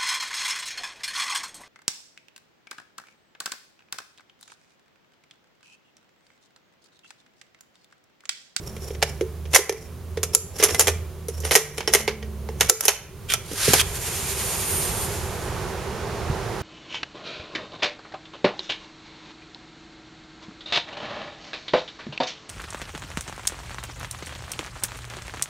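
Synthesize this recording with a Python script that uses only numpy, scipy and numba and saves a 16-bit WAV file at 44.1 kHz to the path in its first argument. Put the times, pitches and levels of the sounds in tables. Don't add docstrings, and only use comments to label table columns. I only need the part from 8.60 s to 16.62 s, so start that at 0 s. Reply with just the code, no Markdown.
import sys
import numpy as np
from scipy import signal
from scipy.fft import irfft, next_fast_len
from scipy.io import wavfile
from scipy.ndimage import uniform_filter1d
from numba import njit

SR = 44100
rng = np.random.default_rng(int(sys.argv[2]) if len(sys.argv) > 2 else 0)


def materialize(psi):
    bounded = np.clip(np.atleast_2d(psi).T, -1, 1)
    quanta = np.round(bounded * 32767).astype(np.int16)
    wavfile.write(sys.argv[1], SR, quanta)


N = 353682
TIME = np.arange(N) / SR
SIDES = np.array([[1], [-1]])

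# start in seconds, frame thud in dB, clack in dB, bright ring in dB,
# chatter decay (to 1/e) in ms, ring favoured by the place of contact in Hz.
LOCK_BLOWS = [(0.165, -40, -41, -46, 11, 2330), (0.305, -28.5, -43, -56, 7.3, 790),
              (0.349, -40, -40.5, -67, 5.8, 3200), (0.419, -41, -32, -50, 7.2, 2110),
              (0.426, -28, -14, -22, 5.6, 2700), (0.61, -18.5, -32.5, -40, 7.9, 1720),
              (0.854, -41, -43, -60, 8.8, 3160), (0.939, -27, -20, -31, 9, 2030),
              (0.9467, -25, -13.5, -9, 30, 2044), (0.96, -25, -2.5, -4, 8.4, 2030),
              (0.988, -14.5, -23, -34, 5, 800), (1.094, -15, -19, -21, 4.4, 1600),
              (1.124, -25, -33.5, -33, 4.6, 2270), (1.572, -23, -32.5, -42, 10, 1680),
              (1.999, -28, -26.5, -49, 52, 785), (2.026, -19, -21, -19, 24, 6400),
              (2.038, -15, -18.5, -7.5, 9.5, 11200), (2.088, -28, -27, -41.5, 11, 6370),
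              (2.146, -36, -24.5, -24.5, 8.8, 3600), (2.271, -23, -19.5, -18, 5.1, 2120),
              (2.281, -19.5, -17.5, -20, 11.3, 2300)]
# start in seconds, thud, clack and ring in dB, chatter in ms, favoured ring in Hz.
METAL_SNAPS = [(1.631, -29.5, -25.5, -18.5, 8, 6500), (1.749, -25.5, -22, -3.5, 2.6, 7200),
               (2.195, -21.5, -16, -8, 12, 7150), (2.684, -25.5, -40.5, -31.5, 15, 5900),
               (2.803, -40, -57, -35, 7.9, 5900), (4.097, -13, -4.5, 5, 4.4, 6800),
               (4.208, -46, -20.5, -9.5, 4, 12000), (4.7375, -62, -19.5, -16, 3, 9600)]
# start in seconds, thud, clack and ring in dB, chatter in ms, favoured ring in Hz.
GUARD_BLOWS = [(2.107, -26, -28, -29, 5.4, 6440), (2.208, -42, -18, -11, 9.6, 9200),
               (2.836, -33, -38, -60, 4, 1910), (2.85, -28.5, -29, -30, 23, 9200),
               (2.91, -23.5, -18.5, -25, 13, 1970), (2.916, -30, -24.5, -22.5, 15, 9200),
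               (2.953, -33, -5, -3, 4.5, 1900), (2.958, -14, -14, -5.5, 6, 6440),
               (2.9625, -9.5, -10.5, -16, 5.3, 7040), (3.18, -26.5, -24.5, -27.5, 8.8, 9250),
               (3.206, -34, -25.5, -43, 4.9, 2300), (3.2755, -23, -19, -24.5, 14, 5700),
               (3.3365, -33, -15, -10, 13, 9200), (3.349, -15.5, -14, -14.5, 5, 2000),
               (3.478, -19.5, -19.5, -32.5, 8.5, 2260), (3.627, -35.5, -37.5, -55, 4.7, 1910),
               (3.889, -30, -34, -47, 1.7, 845), (4.0085, -22.5, -13.5, -14, 8.1, 2460),
               (4.2532, -25, -21.5, -7.5, 5.7, 11750), (4.2815, -12, -2.5, 0, 7.2, 6360),
               (4.289, -31, -21, -16, 3.7, 6440)]
# start in seconds, thud, clack and ring in dB, chatter in ms, favoured ring in Hz.
DOOR_KNOCKS = [(4.913, -35, -42, -49, 4.7, 740), (4.933, -40, -53, -38, 3.4, 10600),
               (4.978, -55, -47, -34, 4.4, 6400), (5.079, -15.5, -32, -33, 6.3, 740),
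               (5.134, -16.5, -15, -11.5, 9.8, 740), (5.213, -59, -24, -22, 2, 1535)]

# frequency in Hz, relative level in dB, T60 in seconds.
FRAME_MODES = [(371.3, -6, 0.12), (417, 8.5, 0.062), (455, 12.5, 0.045), (441.3, -6, .26),
               (500, -3.5, 0.081)]
# frequency in Hz, relative level in dB, T60 in seconds.
LOCK_MODES = [(780, 0.5, 0.022), (1790, -6, 0.048), (2060, 0.5, 0.025), (2205, -5, 0.033), (2360, -3, .04),
              (3250, -1, 0.036), (5350, -0.5, 0.037), (6000, -1, 0.057), (6240, 0, 0.08), (7430, 0, .05),
              (9300, -25, 0.15), (10900, 0.5, 0.062), (11360, -14, 0.054)]
# frequency in Hz, relative level in dB, T60 in seconds.
SNAP_MODES = [(1330, 0, 0.051), (5200, -11, 0.028), (5650, -6, 0.034), (5900, 0, 0.027), (6100, -9, .02),
              (6616, -7, 0.017), (7210, 5.5, 0.026), (7160, 3, .022), (7400, -11, 0.017), (7580, 1, 0.013),
              (8700, -3, 0.025), (9400, -10, .02), (11400, 8, 0.015), (11000, 11, 0.013),
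              (11400, -2, 0.015), (12100, 9, .015)]
# frequency in Hz, relative level in dB, T60 in seconds.
GUARD_MODES = [(848, 6, 0.016), (1020, -16, 0.11), (1897, -3.5, 0.062), (2106, 0.5, 0.03),
               (2240, -9, 0.075), (2730, -8, 0.069), (3050, -1, 0.071), (5510, 5.5, 0.055), (6330, -8, .05),
               (6480, 2, 0.061), (7160, -6, .06), (9180, 3.5, 0.052), (10940, 0, 0.039), (10900, 9, 0.048),
               (11700, 7, 0.04)]
# frequency in Hz, relative level in dB, T60 in seconds.
DOOR_MODES = [(594, -5, .05), (730, -8, 0.038), (1010, -4.5, 0.1), (1560, 2, 0.058), (2330, 6, 0.045),
              (3220, 9, .04)]

# frequency in Hz, relative density in dB per Hz.
CONTACT_SPECTRUM = [(500, 6.5), (900, -3), (1300, -4), (2200, -1.5), (3200, -4), (4500, -6.5), (6000, 2),
                    (9000, -3.5), (11500, -1), (13500, -11), (16000, -34)]
# frequency in Hz, relative density in dB per Hz.
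INDOOR_SPECTRUM = [(25, -12), (45, -10.5), (70, -0.5), (110, -3.5), (175, -8.5), (270, -21.5), (380, -15),
                   (650, -29), (1100, -25.5), (1600, -31.5), (5000, -37.5), (11000, -37.5), (16000, -41.5)]
# frequency in Hz, relative density in dB per Hz.
RUB_SPECTRUM = [(600, -44), (1400, -3), (2150, -11), (2380, 4), (2750, -3), (3400, 4), (3900, -9),
                (5750, -8), (9000, -6.5), (9700, -6), (10400, -13), (11400, -9), (16000, -32)]
# frequency in Hz, relative density in dB per Hz.
SEAL_SPECTRUM = [(200, -25), (400, -12), (900, -5.5), (1600, 1.5), (2400, -1), (4300, 0.5), (7000, -0.5),
                 (11500, 0), (14000, -17), (16000, -30)]
# frequency in Hz, relative density in dB per Hz.
GLIDE_SPECTRUM = [(900, -6.5), (1600, -4), (2600, -1), (4000, -3.5), (5800, -2.5), (7000, 1.5), (9500, -1),
                  (12000, -1), (14000, -13), (16000, -32)]
# frequency in Hz, relative density in dB per Hz.
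SHEEN_SPECTRUM = [(6000, -39), (8300, 0.5), (9500, 10.5), (10300, -3), (12400, 3.5), (14000, -22),
                  (16000, -41)]
# frequency in Hz, relative density in dB per Hz.
TOWN_SPECTRUM = [(25, -14), (60, -1), (90, 1), (150, -3), (220, -8.5), (285, -15.5), (390, -0.5),
                 (560, -10.5), (850, -9), (1500, -15), (3000, -23.5), (7000, -29), (12000, -37.5),
                 (16000, -57)]
# frequency in Hz, density in dB per Hz.
HOLLOW_SPECTRUM = [(290, -32), (380, 5.5), (450, -7.0), (600, -8.5), (2000, -41), (16000, -88.0)]
SKIN_SPECTRUM = [(400, 6.5), (1200, -8.5), (4700, -13), (5550, 4.0), (6400, -12), (7200, -3.0),
                 (8800, -11), (11500, -6.0), (16000, -26.5)]
WIND_SPECTRUM = [(22, -18), (50, -5), (90, 1.0), (160, -12), (600, -60), (16000, -110)]

# time in seconds, level in dB.
ENGINE_LEVEL = [(0, -47.5), (.4, -33.5), (.6, -39), (.9, -30.5), (1.15, -46), (1.6, -35.5), (2.08, -44.5),
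                (2.3, -26.5), (2.5, -37.5), (2.85, -30), (3.1, -47), (3.5, -45), (3.68, -33.5),
                (4.05, -37.5), (4.3, -55)]
# time in seconds, firing rate in Hz.
ENGINE_HZ = [(0, 69.8), (.45, 74.8), (.9, 77.8), (2.0, 86.5), (2.35, 82.9), (2.8, 77.8), (3.1, 73.9),
             (3.35, 71.9), (4.05, 71.06), (4.6, 66.8)]
OVERTONES_DB = [-53, -60.5]
# centre in Hz, width in Hz, lift in dB.
BOOMS = [(149.5, 7.1, 12), (215, 5, 16.5)]
# start of the hold in seconds, level in dB, hold in seconds.
STROKES = [(0.068, -37.5, 0.013), (0.242, -37, 0.028), (.45, -45.5, 0.094), (1.14, -43.5, 0.089),
           (1.735, -35, 0.029), (1.972, -37, .05), (2.095, -35, 0.18), (2.75, -38.5, 0.15),
           (3.097, -47, 0.082)]
# peak in seconds, level in dB,
# attack and release in seconds per 20 dB.
SCRAPES = [(0.945, -20, 0.022, .005), (1.99, -28.5, 0.028, 0.06), (2.948, -20.5, 0.09, 0.014),
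           (3.0, -35, .02, 0.14), (3.172, -37, 0.026, .06), (3.33, -28, .02, 0.022), (3.4, -32, .02, 0.055),
           (3.477, -33, .008, .01), (4.005, -29, 0.019, 0.16), (4.095, -21, .008, .005),
           (4.226, -15, .019, .08)]
# start in seconds, level in dB, pitch in Hz.
PINGS = [(2.06, -34, 9207), (2.146, -32, 9207), (2.146, -27, 2040), (2.208, -20.5, 9207),
         (2.684, -38, 9207), (2.85, -28, 9207), (2.916, -28, 9207), (3.3365, -21, 9150),
         (4.2545, -25, 9207), (4.274, -25, 9207)]
# start in seconds, level in dB, band in Hz,
# decay (to 1/e) in seconds.
THUMPS = [(2.118, -27.5, 122, 0.051), (4.913, -28, 260, .014), (5.082, -21.5, 180, 0.034),
          (5.134, -26, 104, 0.045), (5.133, -14.5, 720, 0.013), (7.698, -11, 82, 0.013)]
# start of the hold in seconds, level in dB, hold in seconds.
TUGS = [(4.699, -23, 0.045), (5.2, -18.5, .012)]
# peak in seconds, level in dB.
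GUSTS = [(5.15, -34), (6.2, -32.5), (6.65, -40), (7.6, -45.5)]
# start of the hold in seconds, level in dB, hold in seconds.
SURGES = [(6.03, -30.5, 0.23), (6.41, -32, 0.038)]

STROKE_ATTACK_S, STROKE_RELEASE_S = 0.049, 0.087
TUG_ATTACK_S, TUG_RELEASE_S = 0.013, 0.015
GUST_ATTACK_S, GUST_RELEASE_S = 0.38, 0.75
SURGE_ATTACK_S, SURGE_RELEASE_S = 0.54, 0.049
PING_T60_S = 0.094
SEAL_S, SEAL_DB, SEAL_ATTACK_S, SEAL_HOLD_S, SEAL_RELEASE_S = 5.05, -20, 0.16, 0.157, 0.012
RUN_S, RUN_DB, RUN_ATTACK_S, RUN_HOLD_S, RUN_RELEASE_S = 5.49, -29, 0.54, 0.8, 0.85
GAP_S, OPENING_S, AJAR_SHARE, AJAR_ATTACK_S = 4.96, 1.25, 0.3, 0.28
TOWN_DB, STEP_OUT_DB_PER_S = -33, 1.5
INDOOR_WANDER_DB, TOWN_WANDER_DB, WIND_WANDER_DB = 1.3, 1.1, 2.6
ROOM_T60_S, ROOM_DB = 0.46, -14.5
NOTCH_HZ, TOP_HZ = 7860, 15900


def undb(db):
    return 10 ** (np.asarray(db) / 20)


def unit(x):
    return x / np.sqrt(np.mean(x ** 2))


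def walk(rate_hz):
    k = max(int(SR / rate_hz), 1)
    steps = np.repeat(rng.standard_normal(N // k + 1), k)
    return 1.06 * uniform_filter1d(uniform_filter1d(steps, k), k)[:N]


def butter(x, hz, kind, order=3):
    return signal.sosfilt(signal.butter(order, hz, kind, fs=SR, output="sos"), x)


def noise(spectrum, wide_hz=9000, bass_side=0.22):
    size = next_fast_len(N, real=True)
    f = np.fft.rfftfreq(size, 1 / SR) + 1
    hz, db = np.transpose(spectrum)
    gain = undb(np.interp(np.log(f), np.log(hz), db)) * np.minimum(f / hz[0], 1) ** 2
    side = np.minimum(bass_side + .5 * f / wide_hz, .7)
    a, b = rng.standard_normal((2, len(f))) + 1j * rng.standard_normal((2, len(f)))
    return unit(irfft(gain * (a + side * b * SIDES), size)[:, :N])


def add(out, s, sound):
    i = int(s * SR)
    out[:, i:i + sound.shape[1]] += sound[:, :N - i]


def envelope(s, db, attack_s, release_s, hold_s=0):
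    early = np.maximum(s - TIME, 0)
    late = np.maximum(TIME - s - hold_s, 0)
    return undb(db - np.minimum(20 * (early / attack_s + late / release_s), 200))


def slips(rate_hz, spread_db, decay_s):
    kicks = (rng.random(N) < rate_hz / SR) * undb(spread_db * rng.standard_normal(N))
    return unit(signal.lfilter([1], [1, -np.exp(-1 / (decay_s * SR))], kicks))


def friction(spectrum, gain, rough_db, grain_hz):
    return unit(noise(spectrum) * undb(rough_db * walk(grain_hz))) * gain


def ring(modes, t, favoured_hz=1, favour_db=9, scatter_db=4.0, spread_hz=11000):
    hz, db, t60_s = np.transpose(modes)[:, :, None]
    size, detune, phase, lag = rng.standard_normal((4, len(modes), 1))
    favour = np.exp(-(np.log(hz / favoured_hz) / 0.096) ** 2)
    db = db + scatter_db * size + favour_db * favour
    start = np.pi * phase * (hz > 1000)
    lead = SIDES[:, :, None] * lag * hz / spread_hz
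    swing = np.sin(2 * np.pi * hz * (1 + 0.0014 * detune) * t + start + lead)
    return np.sum(undb(db) * np.exp(-np.log(1000) * t / t60_s) * swing, axis=1)


def blows(rows, modes, ring_db, rattle_db, rattle_s, swell_s=0.0051, favour_db=9, crack_db=-2, crack_s=0.00027):
    out = np.zeros((2, N))
    grit = noise(CONTACT_SPECTRUM) * undb(2.7 * walk(700))
    t = np.arange(SR // 6) / SR
    onset = SR // 125
    for s, thud_db, clack_db, bright_db, chatter_ms, favoured_hz in rows:
        i = int(s * SR)
        chatter = np.exp(-1000 * t / max(chatter_ms, 1))
        rattle = undb(rattle_db) * np.exp(-t / rattle_s)
        crack = undb(crack_db) * np.exp(-t / crack_s)
        contact = grit[:, i:i + len(t)] * (chatter + rattle + crack)
        metal = contact + undb(ring_db) * ring(modes, t, favoured_hz, favour_db)
        swell = 1 - np.exp(-(t / swell_s) ** 2)
        thud = ring(FRAME_MODES, t, scatter_db=3) * swell * undb(-.8 * SIDES)
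        clack = butter(metal, [600, 4500], "bandpass")
        bright = butter(metal, 4500, "highpass")
        for part, db in ((thud, thud_db), (clack, clack_db), (bright, bright_db)):
            add(out, s, part * undb(db) / np.std(part[:, :onset]))
    return out


def indoor_air():
    rumble = noise(INDOOR_SPECTRUM) * undb(-39.5 + INDOOR_WANDER_DB * walk(4.86))
    hollow = noise(HOLLOW_SPECTRUM) * undb(-48.4 + INDOOR_WANDER_DB * walk(3.8))
    return rumble + hollow


def engine():
    hz = np.interp(TIME, *np.transpose(ENGINE_HZ))
    phase = 2 * np.pi * np.cumsum(hz * (1 + 0.0039 * walk(19))) / SR
    level_db = np.interp(TIME, *np.transpose(ENGINE_LEVEL)) + 2 * walk(9.18)
    drone = undb(level_db) * np.sin(phase)
    for order, order_db in enumerate(OVERTONES_DB, 2):
        lift_db = sum(db / (1 + (2 * (order * hz - centre) / width) ** 2) for centre, width, db in BOOMS)
        drone = drone + undb(order_db + lift_db + 2.9 * walk(5)) * np.sin(order * phase)
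    fade = np.clip((5.05 - TIME) / 0.4, 0, 1)
    return np.sqrt(2) * drone * fade


def fingers():
    touch = sum(envelope(s, db, STROKE_ATTACK_S, STROKE_RELEASE_S, hold) for s, db, hold in STROKES)
    hiss = friction(SKIN_SPECTRUM, touch, rough_db=4, grain_hz=93.6)
    return hiss * slips(rate_hz=870, spread_db=9.0, decay_s=0.0075)


def lock():
    return blows(LOCK_BLOWS, LOCK_MODES, ring_db=-12.0, rattle_db=-24, rattle_s=0.013, favour_db=6.5)


def scrapes():
    force = sum(envelope(*scrape) for scrape in SCRAPES)
    return noise(CONTACT_SPECTRUM) * force * slips(rate_hz=600, spread_db=6, decay_s=0.004)


def snaps():
    return blows(METAL_SNAPS, SNAP_MODES, ring_db=-11.5, rattle_db=-13, rattle_s=0.014, favour_db=7)


def pings():
    out = np.zeros((2, N))
    t = np.arange(SR // 4) / SR
    for s, db, hz in PINGS:
        tone = ring([(hz, 0, PING_T60_S)], t)
        add(out, s, tone * undb(db) / np.std(tone[:, :SR // 125]))
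    return out


def guard():
    return blows(GUARD_BLOWS, GUARD_MODES, ring_db=-12.5, rattle_db=-12.5, rattle_s=0.029)


def thumps():
    out = np.zeros((2, N))
    t = np.arange(SR // 2) / SR
    for s, db, hz, decay_s in THUMPS:
        swing = unit(butter(rng.standard_normal(len(t)), [0.5 * hz, 1.2 * hz], "bandpass", order=2))
        add(out, s, undb(db) * (swing * np.exp(-t / decay_s))[None])
    return out


def gasket():
    pull = sum(envelope(s, db, TUG_ATTACK_S, TUG_RELEASE_S, hold) for s, db, hold in TUGS)
    rub = friction(RUB_SPECTRUM, pull, rough_db=0, grain_hz=316.0)
    return rub * slips(rate_hz=950, spread_db=2.5, decay_s=0.0012)


def seal():
    drag = envelope(SEAL_S, SEAL_DB, SEAL_ATTACK_S, SEAL_RELEASE_S, SEAL_HOLD_S)
    return friction(SEAL_SPECTRUM, drag, rough_db=1.5, grain_hz=193)


def knocks():
    return blows(DOOR_KNOCKS, DOOR_MODES, ring_db=-17, rattle_db=-22, rattle_s=0.014, swell_s=0.0017, favour_db=3)


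def town():
    ajar = AJAR_SHARE * envelope(GAP_S, 0, AJAR_ATTACK_S, np.inf)
    gap = ajar + (1 - AJAR_SHARE) * np.clip((TIME - GAP_S) / OPENING_S, 0, 1)
    outside_db = TOWN_DB + STEP_OUT_DB_PER_S * np.maximum(TIME - GAP_S - OPENING_S, 0)
    return noise(TOWN_SPECTRUM) * gap * undb(outside_db + TOWN_WANDER_DB * walk(6) - .5 * SIDES)


def wind():
    gusts = sum(envelope(s, db, GUST_ATTACK_S, GUST_RELEASE_S) for s, db in GUSTS)
    return noise(WIND_SPECTRUM) * gusts * undb(WIND_WANDER_DB * walk(7))


def track():
    run = envelope(RUN_S, RUN_DB, RUN_ATTACK_S, RUN_RELEASE_S, RUN_HOLD_S)
    freed = TIME > SEAL_S + SEAL_HOLD_S
    return friction(GLIDE_SPECTRUM, run * freed, rough_db=2.0, grain_hz=35.86)


def sheen():
    full_speed = sum(envelope(s, db, SURGE_ATTACK_S, SURGE_RELEASE_S, hold) for s, db, hold in SURGES)
    return friction(SHEEN_SPECTRUM, full_speed, rough_db=4, grain_hz=21.95)


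def room(x, treble_t60_s=0.35, delay_s=0.014, bass_cut_hz=750, crossover_hz=3000, treble_db=-4.5):
    t = np.arange(int(.7 * SR)) / SR
    common, apart = rng.standard_normal((2, len(t)))
    low = butter(common + 0.28 * apart * SIDES, crossover_hz, "lowpass")
    low = low * np.exp(-np.log(1000) * t / ROOM_T60_S)
    high = butter(common + 1.43 * apart * SIDES, crossover_hz, "highpass")
    high = high * np.exp(-np.log(1000) * t / treble_t60_s)
    tail = (butter(low, bass_cut_hz, "highpass", order=1) + undb(treble_db) * high) * (t > delay_s)
    tail = tail / np.sqrt(np.sum(tail[0] ** 2))
    return signal.fftconvolve(x.mean(axis=0)[None], tail, axes=1)[:, :N]


def scene():
    metal = lock() + snaps() + guard() + fingers() + scrapes() + pings()
    door = knocks() + gasket() + seal() + track() + sheen()
    near = metal + door
    far = engine() + indoor_air() + town() + wind() + thumps()
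    return (near + undb(ROOM_DB) * room(near)) * undb(-.9 * SIDES) + far * undb(-1.3 * SIDES)


@njit
def follow(x, rise, fall):
    out, e = np.empty(len(x)), 0.
    for i in range(len(x)):
        e += (x[i] - e) * (rise if x[i] > e else fall)
        out[i] = e
    return out


def record(dry, limit_db=-4.0, attack_s=0.0012, release_s=0.25):
    peaks = follow(np.abs(dry).max(axis=0), 1 / (1 + attack_s * SR), 1 / (release_s * SR))
    ducked = dry / np.maximum(peaks / undb(limit_db), 1)
    clipped = np.clip(ducked, -1, 1)
    notched = signal.lfilter(*signal.iirnotch(NOTCH_HZ, 22, fs=SR), clipped)
    return signal.sosfilt(signal.ellip(8, .2, 70, TOP_HZ, fs=SR, output="sos"), notched)


dry = scene()
out = record(dry)
materialize(out)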